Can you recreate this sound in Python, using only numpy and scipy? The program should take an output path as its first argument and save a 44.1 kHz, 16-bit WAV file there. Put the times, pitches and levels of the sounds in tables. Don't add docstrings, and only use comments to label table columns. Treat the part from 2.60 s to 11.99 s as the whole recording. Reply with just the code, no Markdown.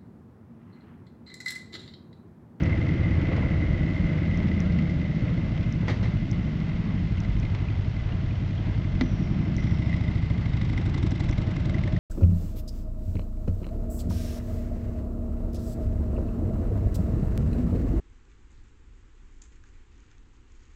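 import sys
import numpy as np
from scipy import signal
from scipy.fft import rfft, irfft, next_fast_len
from scipy.io import wavfile
from scipy.ndimage import uniform_filter1d, map_coordinates

SR = 44100
rng = np.random.default_rng(int(sys.argv[2]) if len(sys.argv) > 2 else 0)


def persist_wave(psi):
    counts = np.round(np.clip(psi, -1, 1) * 32767).astype(np.int16)
    wavfile.write(sys.argv[1], SR, np.atleast_2d(counts).T)


N = 414099
CRUISE_KMH = 35.2

# (time [s], speed [km/h])
ROAD_SPEED = [(0, 39), (2, 35), (3.5, 27), (4.75, 14), (6.5, 7), (7.5, 8), (9.39, 16)]
# (phase [cycles], closed-throttle level [dB], open-throttle level [dB])
EXHAUST_PULSES = [(.02, -1.5, -9.5), (.247, 2.5, 3.5), (.49, -4.5, -6), (.68, -8.5, -1), (.85, -6, -8)]
# (phase [cycles], level [dB])
FIRINGS = [(.305, 0), (.745, -2)]
# (frequency [Hz], gain [dB])
CLATTER_SPECTRUM = [(250, -28.5), (620, 4), (900, -6.5), (1700, -3), (3100, -3), (4400, -10.5), (5600, -15),
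                    (7500, -26), (9000, -43.5), (14000, -68.5)]


def amp(db):
    return 10 ** (np.asarray(db) / 20)


def unit(x):
    return x / np.sqrt(np.mean(x ** 2) + 1e-20)


def steady(x):
    power = uniform_filter1d(uniform_filter1d(x ** 2, SR // 4), SR // 4)
    return x / np.sqrt(np.abs(power) + 1e-12)


def curve(rows):
    return np.interp(np.arange(N) / SR, *np.transpose(rows))


def noise():
    return rng.standard_normal(N)


def wobble(rate):
    return map_coordinates(rng.standard_normal(size=8000), [np.arange(N) * rate / SR], mode="mirror")


def filtered(x, response):
    size = 2 * next_fast_len(N // 2 + SR // 4)
    return irfft(rfft(x, size) * response(np.fft.rfftfreq(size, 1 / SR)), size)[:N]


def coloured(x, points):
    def response(hz):
        point_hz, db = np.transpose(points)
        gain = amp(np.interp(np.log(hz + 1), np.log(point_hz), db))
        cepstrum = irfft(np.log(gain))
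        cepstrum[1:len(cepstrum) // 2] *= 2
        cepstrum[len(cepstrum) // 2 + 1:] = 0
        return np.exp(rfft(cepstrum))
    return filtered(x, response)


def impulses(events):
    times, db = np.transpose(events)
    return np.bincount((times * SR).astype(int), amp(db), N)


def strokes(cycle, phase, scatter_db, jitter_ms):
    crossings = np.arange(np.ceil(cycle[-1] - phase)) + phase
    at = np.interp(crossings, cycle, np.arange(N))
    late, strength = rng.standard_normal((200, 2))[:len(at)].T
    at = np.clip(at + late * jitter_ms * SR / 1000, 0, N - 1).astype(int)
    return np.bincount(at, amp(scatter_db * strength), N)


def puffs(train, rise_s):
    age = np.arange(SR // 10) / SR / rise_s
    return signal.fftconvolve(train, (age * np.exp(1 - age)) ** 2)[:N] * noise()


def gusts(train, width_s=.0068):
    t = np.arange(-(SR // 20), SR // 20) / SR
    return signal.fftconvolve(train, np.exp(-(t / width_s) ** 2), mode="same") * noise()


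def street():
    # (frequency [Hz], gain [dB])
    spectrum = [(200, -28), (400, 4.5), (600, -3.5), (800, -2.5), (1700, -7.5), (2700, -13), (3600, -25.5),
                (5500, -39.5), (8000, -64), (14000, -96)]
    return amp(-48.5 + 1.3 * wobble(12)) * unit(coloured(noise(), spectrum))


def wind():
    # (time [s], level [dB])
    level = [(0, -35), (.8, -34), (1.1, -29.5), (2.4, -38.5), (3.1, -33), (4.25, -35.5), (4.85, -30.5),
             (5.2, -35.5), (6.1, -31.5), (7.45, -40), (8.7, -31), (9.39, -33)]
    # (frequency [Hz], gain [dB])
    spectrum = [(10, -32), (24, -6), (42, 6), (60, 0), (110, -2.5), (250, -33.5), (600, -64.5)]
    return amp(curve(level)) * unit(amp(1.5 * wobble(9)) * coloured(noise(), spectrum))


def road():
    # (frequency [Hz], gain [dB])
    tyre_spectrum = [(200, -20), (380, 0), (540, 8), (750, -7), (1000, -9.5), (1350, -5.5), (1700, -6.5),
                     (2700, -12), (3600, -23), (5500, -45), (12000, -81)]
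    # (frequency [Hz], gain [dB])
    rumble_spectrum = [(20, -21), (60, -1), (110, 5.5), (170, -5), (300, -24), (600, -72)]
    cruise_db, db_per_kmh, rumble_excess_db = -45.5, 1, 11
    tyre_db = cruise_db + db_per_kmh * (curve(ROAD_SPEED) - CRUISE_KMH)
    tyres = amp(tyre_db + 1.7 * wobble(9.9)) * unit(coloured(noise(), tyre_spectrum))
    rumble = amp(tyre_db + rumble_excess_db) * unit(coloured(noise(), rumble_spectrum))
    return tyres + rumble


def hisses():
    # (time [s], starting frequency [Hz], level [dB])
    events = [(6.421, 5930, -59.5), (6.962, 5810, -58.5)]
    sink_hz_per_s, half_width_hz, fade_db_per_s = 1600, 340, 14
    hiss, t = np.zeros(N), np.arange(SR) / SR
    band = unit(filtered(noise(), lambda hz: np.exp(-(hz / half_width_hz) ** 2)))
    for start, start_hz, db in events:
        at = slice(round(start * SR), round(start * SR) + len(t))
        phase = 2 * np.pi * np.cumsum(start_hz - sink_hz_per_s * t) / SR
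        hiss[at] += amp(db - fade_db_per_s * t) * band[at] * np.sin(phase)
    return hiss


def ticks():
    # (time [s], relative level [dB])
    events = [(0.0355, -36), (2.301, -47), (1.7743, -39), (2.0036, -33.5), (3.1253, -35.5), (3.714, -32.5),
              (4.6037, -35.5), (4.8, -39.5), (6.966, -34), (8.509, -37), (8.712, -35)]
    # (frequency [Hz], gain [dB])
    spectrum = [(4000, -48), (5200, 1.5), (6000, 2), (7500, -16.5), (14000, -32.5)]
    return amp(21) * coloured(impulses(events), spectrum)


def clonks():
    # (time [s], level [dB])
    events = [(.711, -34.5), (.729, -37), (.773, -32.5), (.825, -35)]
    # (frequency [Hz], gain [dB])
    spectrum = [(150, -25.5), (330, 4), (480, 8), (700, 1.5), (1000, -0.5), (1400, -15), (3000, -16),
                (6000, -45), (12000, -73)]
    impacts = puffs(impulses(events), rise_s=.0065)
    return coloured(impacts, spectrum) / np.std(coloured(noise(), spectrum))


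def knocks():
    # (time [s], relative level [dB], thud offset [dB], rattle's 60 dB decay time [s])
    jolts = [(0.764, -43.5, 16.5, 0.059), (3.281, -34, 4.5, 0.086), (3.295, -40.5, 17.5, 0.29),
             (3.429, -45, -7, 0.35), (4.948, -38.5, -5, 0.036), (6.411, -22, 5.5, 0.0056),
             (6.414, -36, 14, 0.039)]
    # (frequency [Hz], gain [dB])
    spectrum = [(150, -23.5), (300, 8.5), (700, 1), (1100, -2.5), (1600, -5), (2050, 5.5), (2500, -8),
                (4000, -8.5), (6000, -20), (8000, -31.5), (12000, -56.5)]
    thud_t60_s = .2
    envelope, thud = np.zeros(N), np.zeros(N)
    t = np.arange(SR // 4) / SR
    modes = np.sin(2 * np.pi * 252 * t) + .15 * np.sin(2 * np.pi * 335 * t)
    for start, db, thud_db, t60 in jolts:
        at = slice(round(start * SR), round(start * SR) + len(t))
        envelope[at] += amp(db - 60 * t / t60)
        thud[at] += amp(db + thud_db - 60 * t / thud_t60_s) * modes
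    grain = noise()
    rattle = amp(7) * coloured(envelope * grain, spectrum) / np.std(coloured(grain, spectrum))
    return rattle + thud


def pings():
    # (time [s], frequency [Hz], peak level [dB])
    events = [(5.521, 2800, -42), (5.708, 2450, -40), (5.978, 3220, -43), (4.829, 2450, -41),
              (4.866, 2050, -38), (5.085, 2470, -38), (6.411, 2000, -27), (6.982, 2040, -33),
              (7.294, 2040, -39), (7.328, 2000, -29), (8.013, 2000, -32.5), (8.177, 2040, -27.5),
              (8.689, 2000, -34), (8.727, 2240, -35.5), (9.236, 2100, -31), (9.144, 1990, -31.5),
              (9.182, 2110, -34), (9.276, 1850, -36), (9.363, 1900, -34)]
    rise_s, crack_offset_db = .0018, -14
    ring, crack = np.zeros(N + SR), np.zeros(N + SR)
    t = np.arange(SR // 20) / SR
    swell = t / rise_s * np.exp(1 - t / rise_s)
    for start, hz, db in events:
        at = slice(round(start * SR), round(start * SR) + len(t))
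        ring[at] += amp(db) * swell * np.sin(2 * np.pi * hz * t)
        crack[at] += amp(db + crack_offset_db) * swell ** 2
    return ring[:N] + crack[:N] * unit(coloured(noise(), CLATTER_SPECTRUM))


def airbox(valves, chuffs):
    # (frequency [Hz], gain [dB])
    spectrum = [(300, -28), (480, -20), (560, -3), (630, 6.5), (710, -2.5), (850, -15.5), (1300, -47)]
    # (time [s], level [dB])
    level = [(0, -48), (1.9, -50), (3.098, -52), (4.3, -57), (6, -54), (7.3, -51), (8.2, -61), (8.7, -49.5),
             (9.39, -45)]
    return amp(curve(level)) * steady(coloured(.5 * valves + noise() + 3 * chuffs, spectrum))


def engine_cover(cycle, revs, throttle, valves, chuffs):
    # (frequency [Hz], gain [dB])
    spectrum = [(900, -56.5), (1600, -24), (1880, -3), (1990, 6.5), (2085, 7), (2190, -3), (2350, -18),
                (2800, -20), (4000, -50.5)]
    idle_cycles_per_s, idle_db, db_per_doubling = 12, -53.5, 17.5
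    full_throttle_db, ping_offset_db = 1.5, -7.5
    ring_db = idle_db + db_per_doubling * np.log2(revs / idle_cycles_per_s) + full_throttle_db * throttle
    ring = amp(ring_db) * steady(coloured(valves + .8 * noise() + 4 * chuffs, spectrum))
    slaps = sum(strokes(cycle, phase, scatter_db=2, jitter_ms=.7) for phase, _ in FIRINGS)
    light_pings = unit(coloured(puffs(slaps * np.sqrt(throttle), rise_s=.0018), spectrum))
    return ring + amp(ring_db + ping_offset_db) * light_pings


def intake(firings, throttle, chuffs):
    # (frequency [Hz], gain [dB])
    chuff_spectrum = [(300, -22), (700, 9.5), (1300, -3), (2200, -4), (2900, -10.5), (3700, -1.5),
                      (4500, -13), (5400, -12), (6500, -24.5), (7800, -20.5), (9000, -37), (14000, -50)]
    # (frequency [Hz], gain [dB])
    sizzle_spectrum = [(3000, -29.5), (4600, -6.5), (5500, 3), (6400, -5.5), (7700, -2.5), (9000, -16),
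                       (11500, -6.5), (14000, -27)]
    chuff_db, sizzle_db, grain_db = -56, -72.5, 4
    grit = gusts(firings) * amp(grain_db * wobble(700))
    sizzle = amp(sizzle_db) * unit(coloured(throttle ** 2 * grit, sizzle_spectrum))
    return amp(chuff_db) * unit(coloured(chuffs, chuff_spectrum)) + sizzle


def machinery(cycle, revs, throttle):
    firings = sum(amp(db) * strokes(cycle, phase, scatter_db=1.1, jitter_ms=1) for phase, db in FIRINGS)
    chuffs = throttle * gusts(firings) * amp(2 * wobble(250))
    taps = sum(strokes(cycle, phase, scatter_db=3, jitter_ms=2.5) for phase, _, _ in EXHAUST_PULSES)
    valves = unit(puffs(taps, rise_s=.0042))
    resonances = airbox(valves, chuffs) + engine_cover(cycle, revs, throttle, valves, chuffs)
    breath = intake(firings, throttle, chuffs)
    whirr = amp(-50.5) * unit(coloured(.66 * valves + noise(), CLATTER_SPECTRUM))
    return resonances + breath + whirr


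def silencer(pulses):
    # (frequency [Hz], group delay [ms])
    delays = [(50, 11), (100, 2), (170, 0), (230, 1), (280, 9), (330, 20), (390, 25)]
    round_trip_s, direct_gain = .0115, .89

    def response(hz):
        echo = np.exp(-2j * np.pi * hz * round_trip_s)
        chambers = (direct_gain - echo) / (1 - direct_gain * echo)
        delay_s = np.interp(hz, *np.transpose(delays)) / 1000
        lag_turns = np.cumsum(delay_s) * hz[1]
        return chambers * np.exp(-2j * np.pi * lag_turns)
    return filtered(pulses, response)


def beat(cycle, load, pattern):
    coasting = sum(amp(db) * strokes(cycle, phase, scatter_db=2, jitter_ms=.6)
                   for phase, db, _ in pattern)
    pulling = sum(amp(db) * strokes(cycle, phase, scatter_db=.7, jitter_ms=.25)
                  for phase, _, db in pattern)
    return silencer((1 - load) * coasting + load * pulling)


def bodywork(pulses, road_share):
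    # (frequency [Hz], gain [dB])
    spectrum = [(90, -30.5), (140, -4), (166, 0.5), (200, -5.5), (250, -15.5), (330, -25), (500, -48.5),
                (900, -83.5)]
    # (time [s], level [dB])
    level = [(0, -27.5), (0.901, -27.5), (1.9, -25), (2.2, -22.5), (2.4, -26.5), (3.4, -28), (4.35, -26),
             (5.15, -33), (6.25, -29.5), (6.75, -25), (8.7, -29.5), (9.39, -27)]
    shaking = steady(coloured(pulses, spectrum)) + road_share * unit(coloured(noise(), spectrum))
    return amp(curve(level)) * steady(shaking)


def exhaust(cycle, throttle):
    # (frequency [Hz], gain [dB])
    pipe_spectrum = [(12, -33.5), (24, -1), (45, -8.5), (62, -0.5), (85, 4), (112, 6), (140, 2),
                     (190, -7.5), (260, -26.5), (400, -35), (800, -109)]
    bark_spectrum = [(120, -32), (210, -6), (255, 5.5), (330, 5.5), (375, -6), (450, -16.5), (560, -23),
                     (900, -63.5)]
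    # (time [s], level [dB])
    boom_level = [(0, -25.5), (.8, -24.5), (1.5, -32), (2, -25.5), (2.5, -28.5), (3.65, -24.5),
                  (3.95, -30.5), (4.8, -26), (6.75, -27), (7.15, -24), (9.39, -26)]
    bark_level = [(0, -32.5), (1.9, -37.5), (4, -43.5), (5.601, -45), (7.05, -37.5), (7.85, -42),
                  (8.4, -34), (8.8, -37.5), (9.39, -37)]
    # (phase [cycles], closed-throttle level [dB], open-throttle level [dB])
    bark_pulses = [(.005, 0, -13), (.245, -8, 0), (.6, -16, -9)]
    load = np.clip(throttle * 2.4 - .12, 0, 1)
    road_share = .25 + curve(ROAD_SPEED) / CRUISE_KMH
    pulses, barks = beat(cycle, load, EXHAUST_PULSES), beat(cycle, load, bark_pulses)
    boom = amp(curve(boom_level)) * steady(coloured(pulses, pipe_spectrum))
    drone = bodywork(pulses, road_share)
    rasp = steady(coloured(barks, bark_spectrum))
    rasp += .4 * road_share * unit(coloured(noise(), bark_spectrum))
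    return boom + drone + amp(curve(bark_level)) * steady(rasp)


def scene():
    # (time [s], rate [cycles/s])
    engine_speed = [(0.0, 18.19), (1.88, 16.65), (2.52, 14.31), (2.76, 14.22), (3.13, 12.48), (4.04, 12.5),
                    (5.08, 11.78), (5.67, 10.73), (6.2, 11.45), (6.78, 11.32), (6.96, 12.73), (7.38, 13.99),
                    (7.98, 12.48), (8.95, 10.82), (9.39, 11.17)]
    # (time [s], opening [0-1])
    throttle_opening = [(0, .12), (2.3, .1), (3, .03), (6.85, .05), (7.05, .5), (7.8, .42), (8.05, .7),
                        (8.5, .95), (9.1, .64), (9.39, .6)]
    revs, throttle = curve(engine_speed), curve(throttle_opening)
    cycle = np.cumsum(revs) / SR
    engine = exhaust(cycle, throttle) + machinery(cycle, revs, throttle)
    background = wind() + street() + road()
    return (engine + background + knocks() + clonks() + pings() + ticks() + hisses())[None]


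def record(dry):
    low_cut_hz, dull_hz, top_hz = 20, 7600, 14900

    def response(hz):
        high_pass = 1 - np.exp(-(hz / low_cut_hz) ** 6)
        low_pass = (hz < top_hz) / np.sqrt(1 + (hz / dull_hz) ** 12)
        return high_pass * low_pass
    return filtered(dry[0], response)[None]


dry = scene()
out = record(dry)
persist_wave(out)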